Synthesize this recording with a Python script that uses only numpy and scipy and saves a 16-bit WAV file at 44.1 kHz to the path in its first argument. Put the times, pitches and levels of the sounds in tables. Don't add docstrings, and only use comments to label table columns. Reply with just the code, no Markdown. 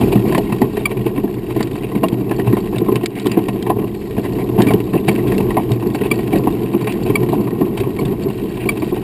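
import sys
import numpy as np
from scipy import signal
from scipy.io import wavfile
from scipy.ndimage import uniform_filter1d

SR = 44100
rng = np.random.default_rng(int(sys.argv[2]) if len(sys.argv) > 2 else 0)


def transcribe(signal):
    frames = np.atleast_2d(signal).T
    limited = np.clip(frames, -1, 1)
    pcm = np.round(limited * 32767).astype(np.int16)
    wavfile.write(sys.argv[1], SR, pcm)


N = 398223
TIME = np.arange(N) / SR


def gain_of(db):
    return 10 ** (np.asarray(db) / 20)


def evened(x):
    return x / np.sqrt(np.mean(x ** 2) + 1e-20)


def add(mix, start_s, sound):
    part = mix[max(round(start_s * SR), 0):][:len(sound)]
    part += sound[:len(part)]


def power(x, size):
    return abs(uniform_filter1d(x ** 2, size)) + 1e-14


def peaked(x, size=256):
    return x / np.sqrt(power(x, size).max())


def response(force, modes=(), size=8192):
    hz = abs(np.fft.fftfreq(size, 1 / SR))
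    force_hz, force_db = np.transpose(force)
    gain = gain_of(np.interp(np.log(hz + 1), np.log(force_hz), force_db))
    if len(modes):
        resonance = sum(gain_of(db) ** 2 / (1 + (2 * (hz - centre) / width) ** 2)
                        for centre, width, db in modes)
        gain = gain * np.sqrt(resonance)
    log_spectrum = np.conj(signal.hilbert(np.log(gain + 1e-6)))
    return np.fft.ifft(np.exp(log_spectrum)).real[:size // 2]


def contacts(per_s, spread_db):
    size = gain_of(spread_db * np.minimum(rng.exponential(1, N), 4))
    sign = rng.choice([-1., 1.], N)
    return sign * size * (rng.random(N) < per_s / SR)


def clumps(depth_db, size):
    patches = rng.exponential(1, N) * (rng.random(N) < 1 / size)
    decay = np.exp(-np.arange(6 * size) / size)
    swell = signal.oaconvolve(patches, decay)[:N]
    return gain_of(depth_db * np.tanh(evened(swell - swell.mean()) / 2) * 2)


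def shaken(drive, ring, size):
    x = signal.oaconvolve(drive, ring)[:N]
    return x / np.sqrt(uniform_filter1d(power(x, size), size // 2))


def scrape(ring, rise_s, fall_s, size=2048):
    t = np.arange(size) / SR
    envelope = (1 - np.exp(-t / rise_s)) * np.exp(-t / fall_s)
    force = rng.standard_normal(size) * envelope
    return peaked(signal.fftconvolve(force, ring))


def stone_ring(hz, cycles, size=1024):
    turns = hz * np.arange(size) / SR
    return np.sin(2 * np.pi * turns) * np.exp(-turns / cycles)


def rolling(frame, panel, mount, case, rumble, crunch):
    boom_db, panel_db, rattle_db = -4.5, -2.5, -17.5
    ground = clumps(depth_db=2.0, size=500)
    lurch = clumps(depth_db=0.96, size=1800)
    body = gain_of(boom_db) * shaken(contacts(per_s=900, spread_db=-0.5), frame, size=4000)
    body += gain_of(panel_db) * shaken(ground * contacts(per_s=1400, spread_db=1.0), panel, size=4000)
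    body += gain_of(rattle_db) * shaken(ground * contacts(per_s=1500, spread_db=2.5), mount, size=4000)
    grit = ground * clumps(depth_db=6.0, size=250) * contacts(per_s=4000, spread_db=4.0)
    return lurch * (rumble * body + crunch * shaken(grit, case, size=4000))


# start_s [s], rumble_db [dB], crunch_db [dB], heave_db [dB]
TRAIL = [(0.0, -15, -39, -30), (0.53, -20, -42, -38), (0.73, -22.5, -43.5, -38.5), (1.18, -21, -44.5, -41),
         (1.38, -21.5, -45, -40.5), (1.61, -21.5, -40.5, -39), (2.01, -20, -45, -42),
         (2.72, -19.5, -41.5, -37), (3.09, -24.5, -45.5, -48), (3.24, -24.5, -38, -48),
         (3.42, -20.5, -41, -41), (3.82, -20, -46.5, -41), (4.0, -24, -44.5, -38.5), (4.6, -15, -42.5, -37),
         (4.98, -21, -45, -40), (5.15, -16, -35.5, -40), (5.36, -14, -40, -31), (5.73, -20, -44, -41),
         (6.24, -18, -38.5, -38), (6.51, -17.5, -43.5, -35), (6.74, -18.5, -41, -48),
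         (7.09, -17, -39, -34.5), (7.52, -18, -44, -45), (8.0, -20.5, -42.5, -37), (8.4, -23, -43, -40),
         (9.03, -20.5, -40.5, -39)]
# start_s [s], length_s [s], level_db [dB]
DIPS = [(0.233, 0.095, -13.5), (0.97, 0.05, -18), (1.238, 0.049, -19), (3.521, 0.082, -18.5),
        (3.761, 0.017, -10), (4.02, 0.043, -27.5), (4.736, 0.033, -8.5), (7.208, 0.053, -14),
        (7.391, 0.032, -14), (7.857, 0.05, -17), (8.017, 0.024, -10.5), (8.078, 0.093, -16),
        (8.213, 0.11, -15.5), (8.419, 0.05, -16.5)]


def ride():
    shudder_db, shudder_s = -5, 0.038
    spill_db, spill_s = -14, 0.019
    climb_s = 0.0053
    at, rumble_db, crunch_db, _ = np.transpose(TRAIL)
    rumble = gain_of(np.interp(TIME, at, rumble_db)) ** 2
    crunch = gain_of(np.interp(TIME, at, crunch_db)) ** 2
    for start_s, _, thud_db, grind_db, *_ in JOLTS:
        near = slice(max(round((start_s - .5) * SR), 0), round((start_s + .5) * SR))
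        before = np.maximum(start_s - TIME[near], 0)
        after = np.maximum(TIME[near] - start_s, 0)
        shudder = np.exp(-before / climb_s - after / shudder_s)
        spill = np.exp(-before / climb_s - after / spill_s)
        rumble[near] += (gain_of(thud_db + shudder_db) * shudder) ** 2
        crunch[near] += (gain_of(grind_db + spill_db) * spill) ** 2
    for start_s, length_s, level_db in DIPS:
        arch = np.sin(np.pi * np.arange(0, length_s, 1 / SR) / length_s)
        add(rumble, start_s, (gain_of(level_db) * arch) ** 2)
    return np.sqrt(rumble), np.sqrt(crunch)


# start_s [s], clack_db [dB], thud_db [dB], crunch_db [dB], thud_hz [Hz], stone_hz [Hz]
JOLTS = [(0.01, -13, -10, -26, 218, 3060), (0.032, -23, -4.5, -29, 208, 2440),
         (0.124, -15.5, -10.5, -22.5, 369, 2410), (0.155, -17, -5.5, -27, 196, 2800),
         (0.323, -14, -12, -24, 134, 1700), (0.347, -9, -13.5, -18, 221, 1940),
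         (0.377, -7, -10, -29, 320, 3020), (0.522, -13.5, -12, -24.5, 213, 2670),
         (0.617, -8.5, -3, -24.5, 200, 1930), (0.769, -16, -12.5, -25, 403, 1900),
         (0.914, -23, -20, -29, 400, 2420), (0.969, -39, -11, -31.5, 127, 2480),
         (1.063, -15, -10, -25.5, 395, 2540), (1.177, -19, -11, -31, 277, 1890),
         (1.238, -18, -15, -45, 217, 2700), (1.562, -16.5, -11, -31, 346, 1930),
         (1.605, -15.5, -14, -24, 192, 1920), (1.952, -25, -10, -28, 204, 2190),
         (2.033, -3.5, -10.5, -24.5, 208, 2720), (2.123, -28, -12.5, -36, 196, 3130),
         (2.211, -43, -11.5, -42, 318, 2330), (2.312, -13, -12, -25, 306, 1720),
         (2.395, -19.5, -9.5, -26, 308, 1900), (2.472, -14, -9, -27, 127, 2700),
         (2.526, -31, -7, -28.5, 267, 1870), (2.568, -12, -13, -27.5, 400, 2140),
         (2.726, -22, -12, -48, 350, 2590), (2.759, -18.5, -16, -28.5, 116, 2670),
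         (2.811, -33, -8.5, -42, 388, 2290), (2.884, -12, -7, -37, 336, 1950),
         (2.919, -25, -8.5, -33, 343, 2320), (2.956, -17.5, -10.5, -23, 186, 2610),
         (3.033, -20, -15.5, -27.5, 390, 1920), (3.258, -13.5, -7.5, -28, 366, 3300),
         (3.314, -26, -16, -26, 185, 2680), (3.371, -13, -5, -32, 355, 2040),
         (3.484, -15, -14.5, -23, 200, 2630), (3.664, -16, -26, -29.5, 404, 1870),
         (3.699, -3.5, -12.5, -26, 350, 1880), (3.82, -29, -12.5, -37, 218, 1870),
         (4.179, -14.5, -12, -30.5, 277, 1730), (4.585, -12, -6, -30, 215, 2380),
         (4.599, -10.5, -6.5, -27, 360, 1950), (4.668, -22, -7, -21.5, 283, 2230),
         (4.706, -7, -6.5, -23.5, 200, 1930), (4.735, -27, -7, -30, 375, 2900),
         (4.8, -38, -18.5, -31.5, 426, 2720), (4.934, -19, -10, -27.5, 164, 1740),
         (4.951, -14, -6.5, -33, 380, 2620), (5.084, -7.5, -6.5, -16, 304, 2350),
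         (5.319, -19, -24, -24, 363, 1870), (5.505, -15.5, -26, -24.5, 385, 2030),
         (5.568, -4, -10.5, -24, 217, 2150), (5.706, -16, -9, -40, 121, 2670),
         (5.86, -40, -11.5, -37, 352, 1900), (5.946, -14.5, -18, -23.5, 423, 2330),
         (6.011, -26, -12.5, -24.5, 390, 1880), (6.109, -19, -10.5, -36, 244, 2320),
         (6.329, -11.5, -10, -23.5, 226, 2290), (6.356, -14, -9.5, -24, 250, 1920),
         (6.471, -7.5, -8, -30, 344, 1870), (6.743, -18, -9.5, -45, 220, 1940),
         (6.871, -14, -30, -20.5, 390, 2320), (7.1, -18, -9.5, -29, 383, 2300),
         (7.329, -9, -15, -50, 217, 1920), (7.611, -13, -5, -30, 288, 1900),
         (7.774, -20, -20, -24, 406, 2590), (7.801, -27, -12, -24, 124, 2580),
         (7.988, -19, -18, -43, 307, 2090), (8.052, -30, -9.5, -28.5, 130, 3470),
         (8.655, -25, -9.5, -31, 363, 2720), (8.82, -18, -15, -26.5, 350, 2300),
         (8.923, -21, -13, -46, 388, 2260)]


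def jolts(body, mount, case, clack_hz=1080, clack_spread=0.31):
    out = np.zeros(N)
    for start_s, clack_db, thud_db, crunch_db, thud_hz, stone_hz in small_jolts() + list(JOLTS):
        push = signal.fftconvolve(body, stone_ring(thud_hz, cycles=1.0))
        add(out, start_s, gain_of(thud_db - 1.76) * scrape(push, rise_s=0.0025, fall_s=0.0052))
        knock_hz = clack_hz * np.exp(clack_spread * rng.standard_normal())
        knock = signal.fftconvolve(mount, stone_ring(knock_hz, cycles=0.78))
        add(out, start_s, gain_of(clack_db - 6.5) * scrape(knock, rise_s=0.00037, fall_s=0.0092))
        grind_gain = gain_of(crunch_db - 4.5)
        add(out, start_s, grind_gain * scrape(case, rise_s=0.0002, fall_s=0.01))
        stone = stone_ring(stone_hz, cycles=4.0)
        add(out, start_s, grind_gain * scrape(stone, rise_s=0.0033, fall_s=0.0049))
    return out


def small_jolts(clack_db=-1.5, thud_db=1.0, grind_db=9.0, spread_db=0.2,
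                thud_hz=(130, 430), stone_hz=(1850, 2800), count=40):
    when, soft, small = rng.random((count, 3)).T
    clack, thud, grind = spread_db * rng.standard_normal((count, 3)).T
    start_s = (np.arange(count) + when) / count * N / SR
    at, *levels = np.transpose(TRAIL)
    rumble, crunch, _ = (np.interp(start_s, at, db) for db in levels)
    return list(zip(start_s, rumble + clack_db + clack, rumble + thud_db + thud, crunch + grind_db + grind,
                    np.interp(soft, [0, 1], thud_hz), np.interp(small, [0, 1], stone_hz)))


# start_s [s], level_db [dB], pitch_hz [Hz]
PINGS = [(0.8535, -7.5, 2324), (4.6828, -20, 2375), (4.6934, -23, 2280), (5.0886, -17, 2263),
         (6.112, -8.5, 2330), (7.1537, -8, 2290), (7.9865, -23.5, 2235), (8.6886, -8.5, 2310)]
# pitch_hz [Hz], level_db [dB, relative], t60_s [s]
METAL_MODES = [(1165, -7, 0.032), (2326, 6.5, 0.026), (2267, -27, 0.11), (3330, -11.5, 0.028),
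               (4670, -10.5, 0.026)]


def pings(mount, case, swell_s=0.00452, size=4096):
    out, t = np.zeros(N), np.arange(size) / SR
    hz, mode_db, t60_s = np.transpose(METAL_MODES)[:, :, None]
    for start_s, level_db, main_hz in PINGS:
        stretch = main_hz / hz[1]
        turns = hz * stretch * t + rng.random(hz.shape)
        ring = (gain_of(mode_db - 60 * t / t60_s) * np.sin(2 * np.pi * turns)).sum(0)
        chatter = 1 + 0.17 * evened(uniform_filter1d(rng.standard_normal(size), size=36))
        swell = 1 - np.exp(-(t / swell_s) ** 2)
        add(out, start_s, gain_of(level_db - 2.5) * peaked(chatter * ring * swell))
        add(out, start_s - swell_s / 2, gain_of(level_db - 21.5) * scrape(case, rise_s=0.0064, fall_s=0.0074))
        add(out, start_s, gain_of(level_db - 21.0) * scrape(mount, rise_s=0.0025, fall_s=0.029))
    return out


# start_s [s], crack_db [dB], ring_db [dB], pitch_hz [Hz]
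SNAPS = [(0.379, -19, -27, 2940), (0.616, -33, -32.5, 4570), (1.628, -19.5, -31, 4580),
         (2.038, -25, -25.5, 2800), (2.084, -21, -28.5, 3200), (2.783, -22.5, -26.5, 3710),
         (2.9572, -21.5, -29, 2960), (3.0593, -13, -22.5, 3900), (3.1973, -26, -35, 3730),
         (3.2685, -20, -27, 3200), (3.316, -28, -28, 4750), (3.625, -25, -33, 3160),
         (4.6195, -16, -28.5, 3700), (4.736, -23, -30, 2900), (5.38, -22, -27.5, 2700),
         (5.7172, -22, -32.5, 3800), (6.3844, -43, -37, 4620), (6.9225, -22, -40, 3310),
         (8.2362, -45, -36, 4500)]
# [dB, relative]
SNAP_FORCE = [(400, -25), (1500, 2), (2500, 6.5), (3800, 2.5), (4700, 1), (5600, -0.5), (7000, -6.5)]


def snaps():
    out, crack = np.zeros(N), response(SNAP_FORCE)
    for start_s, crack_db, ring_db, pitch_hz in SNAPS:
        add(out, start_s, gain_of(crack_db - 3.0) * scrape(crack, rise_s=0.00027, fall_s=0.0034))
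        ring = stone_ring(pitch_hz, cycles=12.0)
        add(out, start_s, gain_of(ring_db) * scrape(ring, rise_s=0.00033, fall_s=0.0029))
    return out


# start_s [s], length_s [s], level_db [dB], pitch_hz [Hz]
SLIPS = [(0.246, 0.085, -32, 2300), (1.83, 0.032, -30.5, 2600), (3.16, 0.024, -31, 2270),
         (3.32, 0.047, -33, 2570), (4.23, 0.049, -27.5, 1890), (4.388, 0.051, -30.5, 2300),
         (4.588, 0.078, -25, 1770), (4.673, 0.049, -43, 1730), (4.964, 0.032, -29.5, 2720),
         (5.072, 0.032, -24.5, 1790), (6.028, 0.054, -29.5, 2710), (6.89, 0.028, -28, 2720),
         (8.59, 0.062, -32, 2670)]


def slips(mount, case, per_s=2500, spread_db=2.5, size=8192):
    out, t = np.zeros(N), np.arange(size) / SR
    grains = contacts(per_s, spread_db)
    for start_s, length_s, level_db, pitch_hz in SLIPS:
        swell = np.sin(np.pi * np.minimum(t / length_s, 1) ** 0.69)
        rub = np.roll(grains, -round(start_s * SR))[:size] * swell
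        stones = stone_ring(pitch_hz, cycles=3.1)
        for ring, trim_db in (case, -5.0), (stones, -2.5), (mount, -1.0):
            add(out, start_s, gain_of(level_db + trim_db) * peaked(signal.fftconvolve(rub, ring)))
    return out


def pebbles(crunch, per_s=8.2, spread_db=4.0, low_hz=1700, high_hz=4600, count=24):
    out, clusters = np.zeros(N), clumps(depth_db=2.0, size=800)
    for hz in np.geomspace(low_hz, high_hz, count):
        chink = scrape(stone_ring(hz, cycles=7.1), rise_s=0.001, fall_s=0.0031)
        train = clusters * contacts(per_s, spread_db)
        out += signal.oaconvolve(train, chink)[:N] * (low_hz / hz) ** 0.23
    return gain_of(-6) * crunch * evened(out)


# [dB, relative]
SWAY_FORCE = [(8, -34), (24, -8), (39, 4), (55, 0), (85, 1), (120, -2.5), (250, -36)]


def heave():
    at, *_, heave_db = np.transpose(TRAIL)
    sway = shaken(rng.standard_normal(N), response(SWAY_FORCE), size=8000)
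    return gain_of(np.interp(TIME, at, heave_db) + 4.5) * sway


# [dB, relative]
FRAME = [(121.4, 10.1, -0.5), (179, 20, -13), (202.7, 20.5, -4)]
PANEL = [(295.7, 42, -2), (347.2, 21.6, -0.5), (383, 125, -1), (440, 10.4, -9.5)]
MOUNT = [(651.7, 25, 0.5), (725, 103, 0.5), (864, 71, -5.5), (1032, 98, -0.5), (1233, 58, -12)]
CASE = [(1530, 300, -7.5), (1887, 27, 5.5), (2300, 110, 1), (2680, 315, 3.5), (3180, 115, -2),
        (3850, 150, -1), (4574, 96, -1.5)]
# [dB, relative]
BUMP_FORCE = [(30, -20), (90, -12.5), (120, -2.5), (430, 0.5), (520, -12), (800, -24.5), (1500, -17),
              (5000, -41)]
KNOCK_FORCE = [(200, -1.5), (480, 8), (650, 1), (1100, 0), (1350, -12.5), (2500, -7), (6000, -1)]
GRIT_FORCE = [(500, -18.5), (1300, 4.5), (2000, 2.5), (4500, -3), (5200, 0), (6000, 14.5)]


def scene():
    frame, panel = response(BUMP_FORCE, FRAME), response(BUMP_FORCE, PANEL)
    body = response(BUMP_FORCE, FRAME + PANEL)
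    mount, case = response(KNOCK_FORCE, MOUNT), response(GRIT_FORCE, CASE)
    rumble, crunch = ride()
    steady = rolling(frame, panel, mount, case, rumble, crunch) + heave() + pebbles(crunch)
    hits = jolts(body, mount, case) + slips(mount, case) + snaps() + pings(mount, case)
    return (steady + hits)[None]


def record(dry):
    hold_hz, edge_hz = 12000, 15350
    antialias = signal.firwin(3601, 5580, window=("kaiser", 3.5), fs=40 * SR)
    slow = signal.resample_poly(np.clip(dry, -1, 1), hold_hz, SR, axis=1, window=antialias)
    steps = np.repeat(slow, 8, axis=1)
    held = signal.resample_poly(steps, SR, 8 * hold_hz, axis=1)[:, :N]
    lowpass = signal.firwin(161, edge_hz, window=("kaiser", 9), fs=SR)
    return signal.oaconvolve(held, lowpass[None], "same")


dry = scene()
out = record(dry)
transcribe(out)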